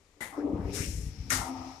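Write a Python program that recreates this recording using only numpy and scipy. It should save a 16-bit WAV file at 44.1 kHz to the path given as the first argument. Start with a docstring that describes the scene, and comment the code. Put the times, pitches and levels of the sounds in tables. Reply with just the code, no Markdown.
"""One slug of wet concrete, pumped through a hose across the floor of a bare concrete building.
A valve clacks with a puff of air; the hose groans, then knocks and rumbles as the slug squelches past;
air spurts and leaks on. A second, harder clack and blast leave grit scraping along the humming hose.
Heard from a closely spaced pair of microphones, everything to the left, machinery in the distance."""
import sys
import numpy as np
from scipy import signal
from scipy.fft import rfft, irfft
from scipy.io import wavfile
from scipy.ndimage import uniform_filter1d

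SR = 44100
rng = np.random.default_rng(int(sys.argv[2]) if len(sys.argv) > 2 else 0)


def unload_wav(signal):
    """Save mono or channel-first audio to the path in sys.argv[1] as 16-bit WAV at rate SR, clipped to [-1, 1]."""
    wavfile.write(
        sys.argv[1],
        SR,
        np.round(np.clip(np.atleast_2d(signal).T, -1, 1) * 32767).astype(np.int16),
    )


N = 79380
T = np.arange(N) / SR
FREQS = np.maximum(np.fft.rfftfreq(2 * N, 1 / SR), 1)


def undb(db):
    """Decibels to gain."""
    return 10 ** (np.asarray(db) / 20)


def unit(x):
    """Scale to rms 1."""
    return x / np.sqrt(np.mean(x ** 2))


def curve(rows, column=1):
    """One column of a time table, joined by straight lines."""
    rows = np.array(rows)
    return np.interp(T, rows[:, 0], rows[:, column])


def across(points):
    """A table of freq_hz, value spread over log frequency."""
    points = np.array(points)
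    return np.interp(np.log(FREQS), np.log(points[:, 0]), points[:, 1])


def shape(x, gain):
    """Filter by a gain per frequency."""
    return irfft(rfft(x, 2 * N) * gain)[..., :N]


def colour(x, spectrum):
    """Causal filter from a table of freq_hz, level_db."""
    cepstrum = irfft(np.log(undb(across(spectrum))))
    cepstrum[1:N] *= 2
    cepstrum[N + 1:] = 0
    return shape(x, np.exp(rfft(cepstrum)))


def resonances(rows):
    """Summed frequency response of damped resonances."""
    return sum(undb(db) / (1 + 2j * (FREQS - hz) / width) for hz, width, db in rows)


def mic_pair(pair):
    """Make two unrelated signals alike in the bass, as at two closely spaced microphones."""
    # likeness of left and right: freq_hz, correlation
    likeness = [(100, 0.92), (300, .95), (700, .6), (1500, 0.12), (8000, 0.12)]
    alike = np.clip(across(likeness), 0, 1)
    mid = shape(pair[0], np.sqrt((1 + alike) / 2))
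    side = shape(pair[1], np.sqrt((1 - alike) / 2))
    return np.array([mid + side, mid - side])


def noise(spectrum):
    """Diffuse coloured noise, rms 1."""
    return unit(colour(mic_pair(rng.standard_normal((2, N))), spectrum))


def wander(rate_hz):
    """Smooth random drift, spread near 1."""
    span = max(int(SR / rate_hz), 1)
    steps = np.repeat(rng.standard_normal(N)[:N // span + 1], span)
    return 1.3 * uniform_filter1d(uniform_filter1d(steps, span), span)[:N]


def fade(start, decay_s):
    """Sudden start and exponential decay."""
    return (T >= start) * np.exp(-np.maximum(T - start, 0) / decay_s)


def room(x, wet_db, t60_s=0.41, build_s=0.015):
    """Direct sound plus the echo of bare concrete walls."""
    build = 1 - np.exp(-(T / build_s) ** 2)
    tail = mic_pair(rng.standard_normal((2, N))) * undb(-60 * T / t60_s) * build
    return x + undb(wet_db) * shape(x, rfft(unit(tail) / np.sqrt(N), 2 * N))


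def machinery(level_db=-63):
    """Distant machinery lays a steady low noise under everything."""
    # machinery spectrum: freq_hz, level_db
    spectrum = [(25, 17), (55, 9.5), (110, -12), (400, 2), (750, -5), (1200, -3), (1600, -9), (2100, -5.5),
                (3200, -10.5), (7000, -11), (10000, -20.5), (14000, -28)]
    return undb(level_db) * noise(spectrum)


def air_leak():
    """A thin leak hisses at the coupling."""
    # strength of the leak: time_s, level_db
    levels = [(0, -98), (0.3, -76), (0.39, -62), (0.47, -82), (0.63, -69), (0.69, -59.5), (0.76, -42),
              (0.95, -56), (1.2, -57.5), (1.55, -55.5), (1.72, -54.5), (1.8, -58.5)]
    # hiss spectrum: freq_hz, level_db
    spectrum = [(500, -18), (1600, -7), (2300, -2), (3200, -9), (4800, -3.5), (5300, 4), (5900, -0.5),
                (6500, -10), (7300, -11.5), (8200, -17.5), (14000, -27)]
    return noise(spectrum) * undb(curve(levels) + 0.49 * wander(25))


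def air_bursts(shut_s=0.03):
    """Escaping air swells, holds and falls away, cut short when the valve shuts."""
    # bursts of air: start_s, attack_s, hold_s, fall_db_per_s, level_db, open_s
    bursts = [(0.204, 0.012, 0.024, 179, -41, 0.31), (0.723, 0.037, 0.015, 61, -37.5, 0.362),
              (1.294, 0.036, 0.0057, 153, -29, 0.2)]
    # one spectrum per burst: freq_hz, level_db
    spectra = [
        [(100, 0), (400, -1.5), (900, 8.5), (1200, -1.5), (2000, 8.5), (2700, -3), (3800, -3.5), (5200, -9.5),
         (6700, -3), (10000, -2.5), (14000, -12.5)],
        [(200, -1), (900, -40), (1700, -8), (2400, -5.5), (3300, -10.5), (4800, -8.5), (5400, 0.5), (7000, 0),
         (10500, -5.5), (14000, -15.5)],
        [(150, -3), (450, -26), (900, -9), (1300, 4), (2000, -7), (2700, -5), (4700, -3), (5400, 0), (7600, -2),
         (10500, -5.5), (14000, -15)],
    ]
    air = 0
    for (start, attack, hold, fall, db, open_s), spectrum in zip(bursts, spectra):
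        rise = np.clip((T - start) / attack, 0, 1)
        level = undb(db - fall * np.maximum(T - start - attack - hold, 0))
        shut = np.exp(-np.maximum(T - start - open_s, 0) / shut_s)
        air = air + rise * level * shut * noise(spectrum)
    return air * undb(0.8 * wander(220))


def steel_ring(centre_hz, span_octaves=0.45):
    """The steel's modes ring, strongest around the pitch that the blow favours."""
    # modes of valve and coupling: pitch_hz, level_db, t60_s
    modes = [(1394, -4, 0.11), (1400, -21, 0.19), (1365, -3.5, .14), (1507, -9.5, 0.15), (1792, -26, .15),
             (1812, -6, 0.15), (1876, -3, 0.11), (2008, 1.5, 0.053), (2020, -1, 0.06), (2204, -3, 0.12),
             (2120, 0, .18), (2890, -10, 0.13)]
    weights = [undb(db) / (1 + (np.log2(hz / centre_hz) / span_octaves) ** 4) for hz, db, _ in modes]
    ring = sum(weight * undb(-60 * T / t60) * np.sin(2 * np.pi * (hz * T + rng.random((2, 1))))
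               for weight, (hz, _, t60) in zip(weights, modes))
    return ring / np.sqrt(np.sum(np.square(weights)) / 2)


def valve(crack_s=0.0028, thud_s=0.014, contact_s=0.0058):
    """Each clack is a sharp crack, a dull thud and a chattering contact that rings the steel."""
    # clacks and rebounds: start_s, crack_db, ring_db, ring_centre_hz, thud_db
    clacks = [(0.2069, -50.5, -38.5, 2100, -41.5), (0.2213, -54, -41.5, 1880, -50),
              (1.3033, -21, -26.5, 1820, -60), (1.3085, -27.5, -38, 1930, -50),
              (1.318, -31, -29, 1430, -35)]
    # spectra of crack and thud: freq_hz, level_db
    crack_spectrum = [(600, -39), (1500, 6), (2100, -4), (3000, -25), (4500, -12.5), (5600, 3), (8500, -2),
                      (14000, -11)]
    thud_spectrum = [(80, 0), (300, 0), (800, -1.5), (1100, -5), (2000, -20)]
    crack, thud = noise(crack_spectrum), noise(thud_spectrum)
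    blows, rings = 0, 0
    for start, crack_db, ring_db, centre_hz, thud_db in clacks:
        blows = blows + undb(crack_db) * crack * fade(start, crack_s)
        blows = blows + undb(thud_db) * thud * fade(start, thud_s)
        chatter = unit(rng.standard_normal((2, N)) * fade(start, contact_s)) / np.sqrt(N)
        rings = rings + undb(ring_db) * shape(chatter, rfft(steel_ring(centre_hz), 2 * N))
    return room(blows, wet_db=-3) + room(rings, wet_db=-5.5)


def wall_tone(rows, unrest, jitter=0.022, flutter_db=4.2):
    """The hose wall sticks and slips: a tone with weak overtones; unrest scales jitter and flutter."""
    pitch_hz = curve(rows) * (1 + unrest * jitter * wander(90))
    phase = 2 * np.pi * np.cumsum(pitch_hz) / SR
    tone = np.sin(phase) + undb(-25.5) * np.sin(2 * phase) + undb(-41) * np.sin(3 * phase)
    sounding = (T > rows[0][0]) & (T < rows[-1][0])
    return unit(tone) * sounding * undb(curve(rows, column=2) + unrest * flutter_db * wander(70))


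def hose_hum(upper_ratio=1.29, upper_db=-12.5):
    """The emptied hose hums on two resonances, steadier than its groan."""
    # lower resonance: time_s, pitch_hz, level_db
    lower = [(1.219, 269.8, -53.5), (1.282, 266, -55), (1.332, 265.3, -37), (1.39, 258.8, -48),
             (1.44, 260.8, -55), (1.495, 259.4, -38), (1.56, 264.1, -42), (1.62, 255.2, -43),
             (1.702, 263.7, -48), (1.8, 264, -68)]
    upper = [(s, hz * upper_ratio, db + upper_db) for s, hz, db in lower]
    return wall_tone(lower, unrest=0.5) + wall_tone(upper, unrest=0.5)


def hose_groan():
    """The hose wall groans in stick-slip surges."""
    # course of the groan: time_s, pitch_hz, level_db
    groan = [(0.325, 292.3, -59), (0.365, 298.7, -52.5), (0.38, 300.4, -37), (0.42, 292, -54),
             (0.46, 286.2, -26.5), (0.488, 276, -47), (0.505, 284.5, -28), (0.52, 282.4, -44),
             (0.535, 275, -22), (0.552, 276.6, -61), (0.7, 285.5, -59), (0.95, 292.5, -46)]
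    return wall_tone(groan, unrest=1)


def hose_knocks(rise_s=0.0051, thump_s=0.01, slap_s=0.009, slap_db=-8.5):
    """The heavy hose jerks against the floor: quickly damped thumps, each with a dull slap."""
    # knocks on the floor: start_s, level_db, pitch_hz
    knocks = [(0.539, -27.5, 83.5), (0.596, -30, 86), (0.648, -24.5, 69), (0.799, -26, 84),
              (0.83, -38.5, 80.2), (0.877, -24, 67.95), (0.936, -30.5, 61.3), (0.973, -28, 52.6),
              (0.991, -31, 61), (1.029, -28, 63.6), (1.062, -27.5, 64), (1.084, -29, 69.7),
              (1.199, -30, 63), (1.336, -30, 91.5), (1.396, -30.5, 76)]
    # slap spectrum: freq_hz, level_db
    slap_spectrum = [(70, -12), (150, 12.5), (250, -3), (420, -17), (1000, -53)]
    slap_noise = undb(slap_db) * noise(slap_spectrum)
    sound = 0
    for start, db, hz in knocks:
        age = np.maximum(T - start, 0)
        rise = 1 - np.exp(-(age / rise_s) ** 2)
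        push = rise * np.exp(-age / thump_s)
        thump = push / push.max() * np.sin(2 * np.pi * hz * age)
        slap = rise * np.exp(-age / slap_s) * slap_noise
        sound = sound + undb(db) * (slap - thump)
    return sound


def grit(ticks_per_s=5000, spread_db=3):
    """Dense random ticks of stones against the hose wall."""
    ticks = (rng.random((2, N)) < ticks_per_s / SR) * rng.choice([-1, 1], (2, N))
    return ticks * undb(spread_db * rng.standard_normal((2, N)))


def squelches(relative_width=0.46):
    """Air and wet grit squeeze through a gap whose resonance glides with its size."""
    # one glide per squelch: time_s, resonance_hz, level_db
    glides = [
        [(0.28, 1000, -75), (0.345, 940, -46.5), (0.39, 1134, -49.5), (0.415, 1760, -55), (0.45, 1740, -70)],
        [(0.45, 241, -53), (0.525, 206.3, -38.5), (0.62, 185.6, -43), (0.7, 170.6, -47.5), (0.82, 155.9, -40.5),
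         (0.9, 160.3, -55)],
        [(0.57, 1406, -63.5), (0.62, 1596, -57.5), (0.67, 2004, -59), (0.715, 2700, -57), (0.76, 2800, -83)],
        [(0.745, 1300, -63), (0.788, 1600, -45), (0.815, 2100, -45.5), (0.842, 2570, -42.5), (0.88, 2530, -59),
         (0.95, 2533, -68)],
        [(1.312, 1671, -42), (1.325, 1449, -33), (1.36, 1250, -47), (1.42, 1000, -39.5), (1.5, 857, -60)],
    ]
    sound = 0
    for rows in glides:
        width_hz = relative_width * np.mean([hz for _, hz, _ in rows])
        spray = shape(grit(), 1 / (1 + (2 * FREQS / width_hz) ** 2) / (1 + (FREQS / (2 * width_hz)) ** 4))
        phase = 2 * np.pi * np.cumsum(curve(rows)) / SR
        squelch = mic_pair(spray * np.sin(phase))  # centres the spray on the resonance
        sounding = (T > rows[0][0]) & (T < rows[-1][0])
        sound = sound + unit(squelch) * sounding * undb(curve(rows, column=2))
    return sound


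def slug_churn():
    """Stones churn in the slug and excite the low resonances of the hose."""
    # hose resonances: pitch_hz, width_hz, level_db
    modes = [(240, 23, -27), (292.8, 13, 6.5), (345, 42, -5), (396.6, 17, 1.5), (445.8, 23.3, -0.5),
             (542, 22, -9.5)]
    # strength of the churning: time_s, level_db
    levels = [(0, -72), (0.14, -81), (0.17, -63.5), (0.35, -69), (0.38, -34.5), (0.42, -39), (0.47, -32.5),
              (0.535, -35), (0.57, -39.5), (0.82, -42.5), (0.95, -54.5), (1.25, -64.5), (1.33, -52.5),
              (1.52, -56), (1.8, -66.5)]
    body = resonances(modes) / (1 + (FREQS / 900) ** 4) / (1 + (200 / FREQS) ** 6)
    return unit(shape(mic_pair(grit()), body)) * undb(curve(levels))


def slug_scrape(pipe_db=-4.5):
    """Grit scrapes the hose wall: a broad rasp plus narrow pipe resonances."""
    # strength of the scraping: time_s, level_db
    levels = [(0.2, -91), (0.29, -68), (0.35, -53.5), (0.55, -51), (0.68, -52.5), (0.9, -77), (1.3, -68),
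              (1.35, -47), (1.45, -41.5), (1.57, -45.5), (1.68, -48.5), (1.8, -57)]
    # rasp spectrum: freq_hz, level_db
    spectrum = [(300, -26.5), (560, -11.5), (680, 0.5), (770, 4.5), (850, 1.5), (940, 2), (1090, -4.5),
                (1250, -1), (1500, -21.5), (2100, -16.5), (3500, -27), (9000, -58)]
    # pipe resonances: pitch_hz, width_hz, level_db
    modes = [(772, 14, 6), (846, 29, -3.5), (914, 30, 3), (967, 9.9, -2.5), (1266, 38, -4.5)]
    rasp = unit(colour(mic_pair(grit()), spectrum))
    pipe = unit(shape(colour(mic_pair(grit()), spectrum), resonances(modes)))
    return (rasp + undb(pipe_db) * pipe) * undb(curve(levels) + wander(60))


def slug_rumble():
    """The moving slug rumbles on the floor."""
    # strength of the rumble: time_s, level_db
    levels = [(0, -67.5), (0.2, -75.5), (0.4, -58), (0.5, -47), (0.56, -48.5), (0.7, -36.5), (0.76, -46),
              (0.9, -39), (1.09, -45), (1.14, -44.5), (1.3, -43), (1.42, -38.5), (1.5, -58), (1.62, -47.5),
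              (1.8, -61)]
    # rumble spectrum: freq_hz, level_db
    spectrum = [(20, -13.5), (36, -23.5), (50, 5.5), (100, 6), (125, -0.5), (180, -2.5), (250, -12.5),
                (320, -9), (450, -48.5)]
    return noise(spectrum) * undb(curve(levels))


def scene():
    """All sources lie to the left in the bare room; the right microphone is shaded from the treble."""
    # balance at the microphones: freq_hz, left_minus_right_db
    balance = [(60, 5.4), (200, 6), (700, 4.9), (1300, 10), (2400, 11), (4400, 10.4), (8000, 17.5),
               (15000, 16.9)]
    hose = room(hose_groan() + hose_hum() + hose_knocks(), wet_db=-11.5)
    pump = valve() + air_bursts() + air_leak()
    slug = squelches() + slug_churn() + slug_scrape() + slug_rumble()
    lean = undb(across(balance))
    mic_gains = 2 * np.array([lean, np.ones_like(lean)]) / (1 + lean)
    return shape(machinery() + pump + hose + slug, mic_gains)


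def record(dry, low_cut_hz=24.8, top_hz=14500):
    """The recorder sheds the deepest bass and cuts the top."""
    thinned = shape(dry, 1 / (1 + (low_cut_hz / FREQS) ** 6))
    return signal.sosfilt(signal.ellip(10, .2, 80, top_hz, fs=SR, output="sos"), thinned)


dry = scene()
out = record(dry)
unload_wav(out)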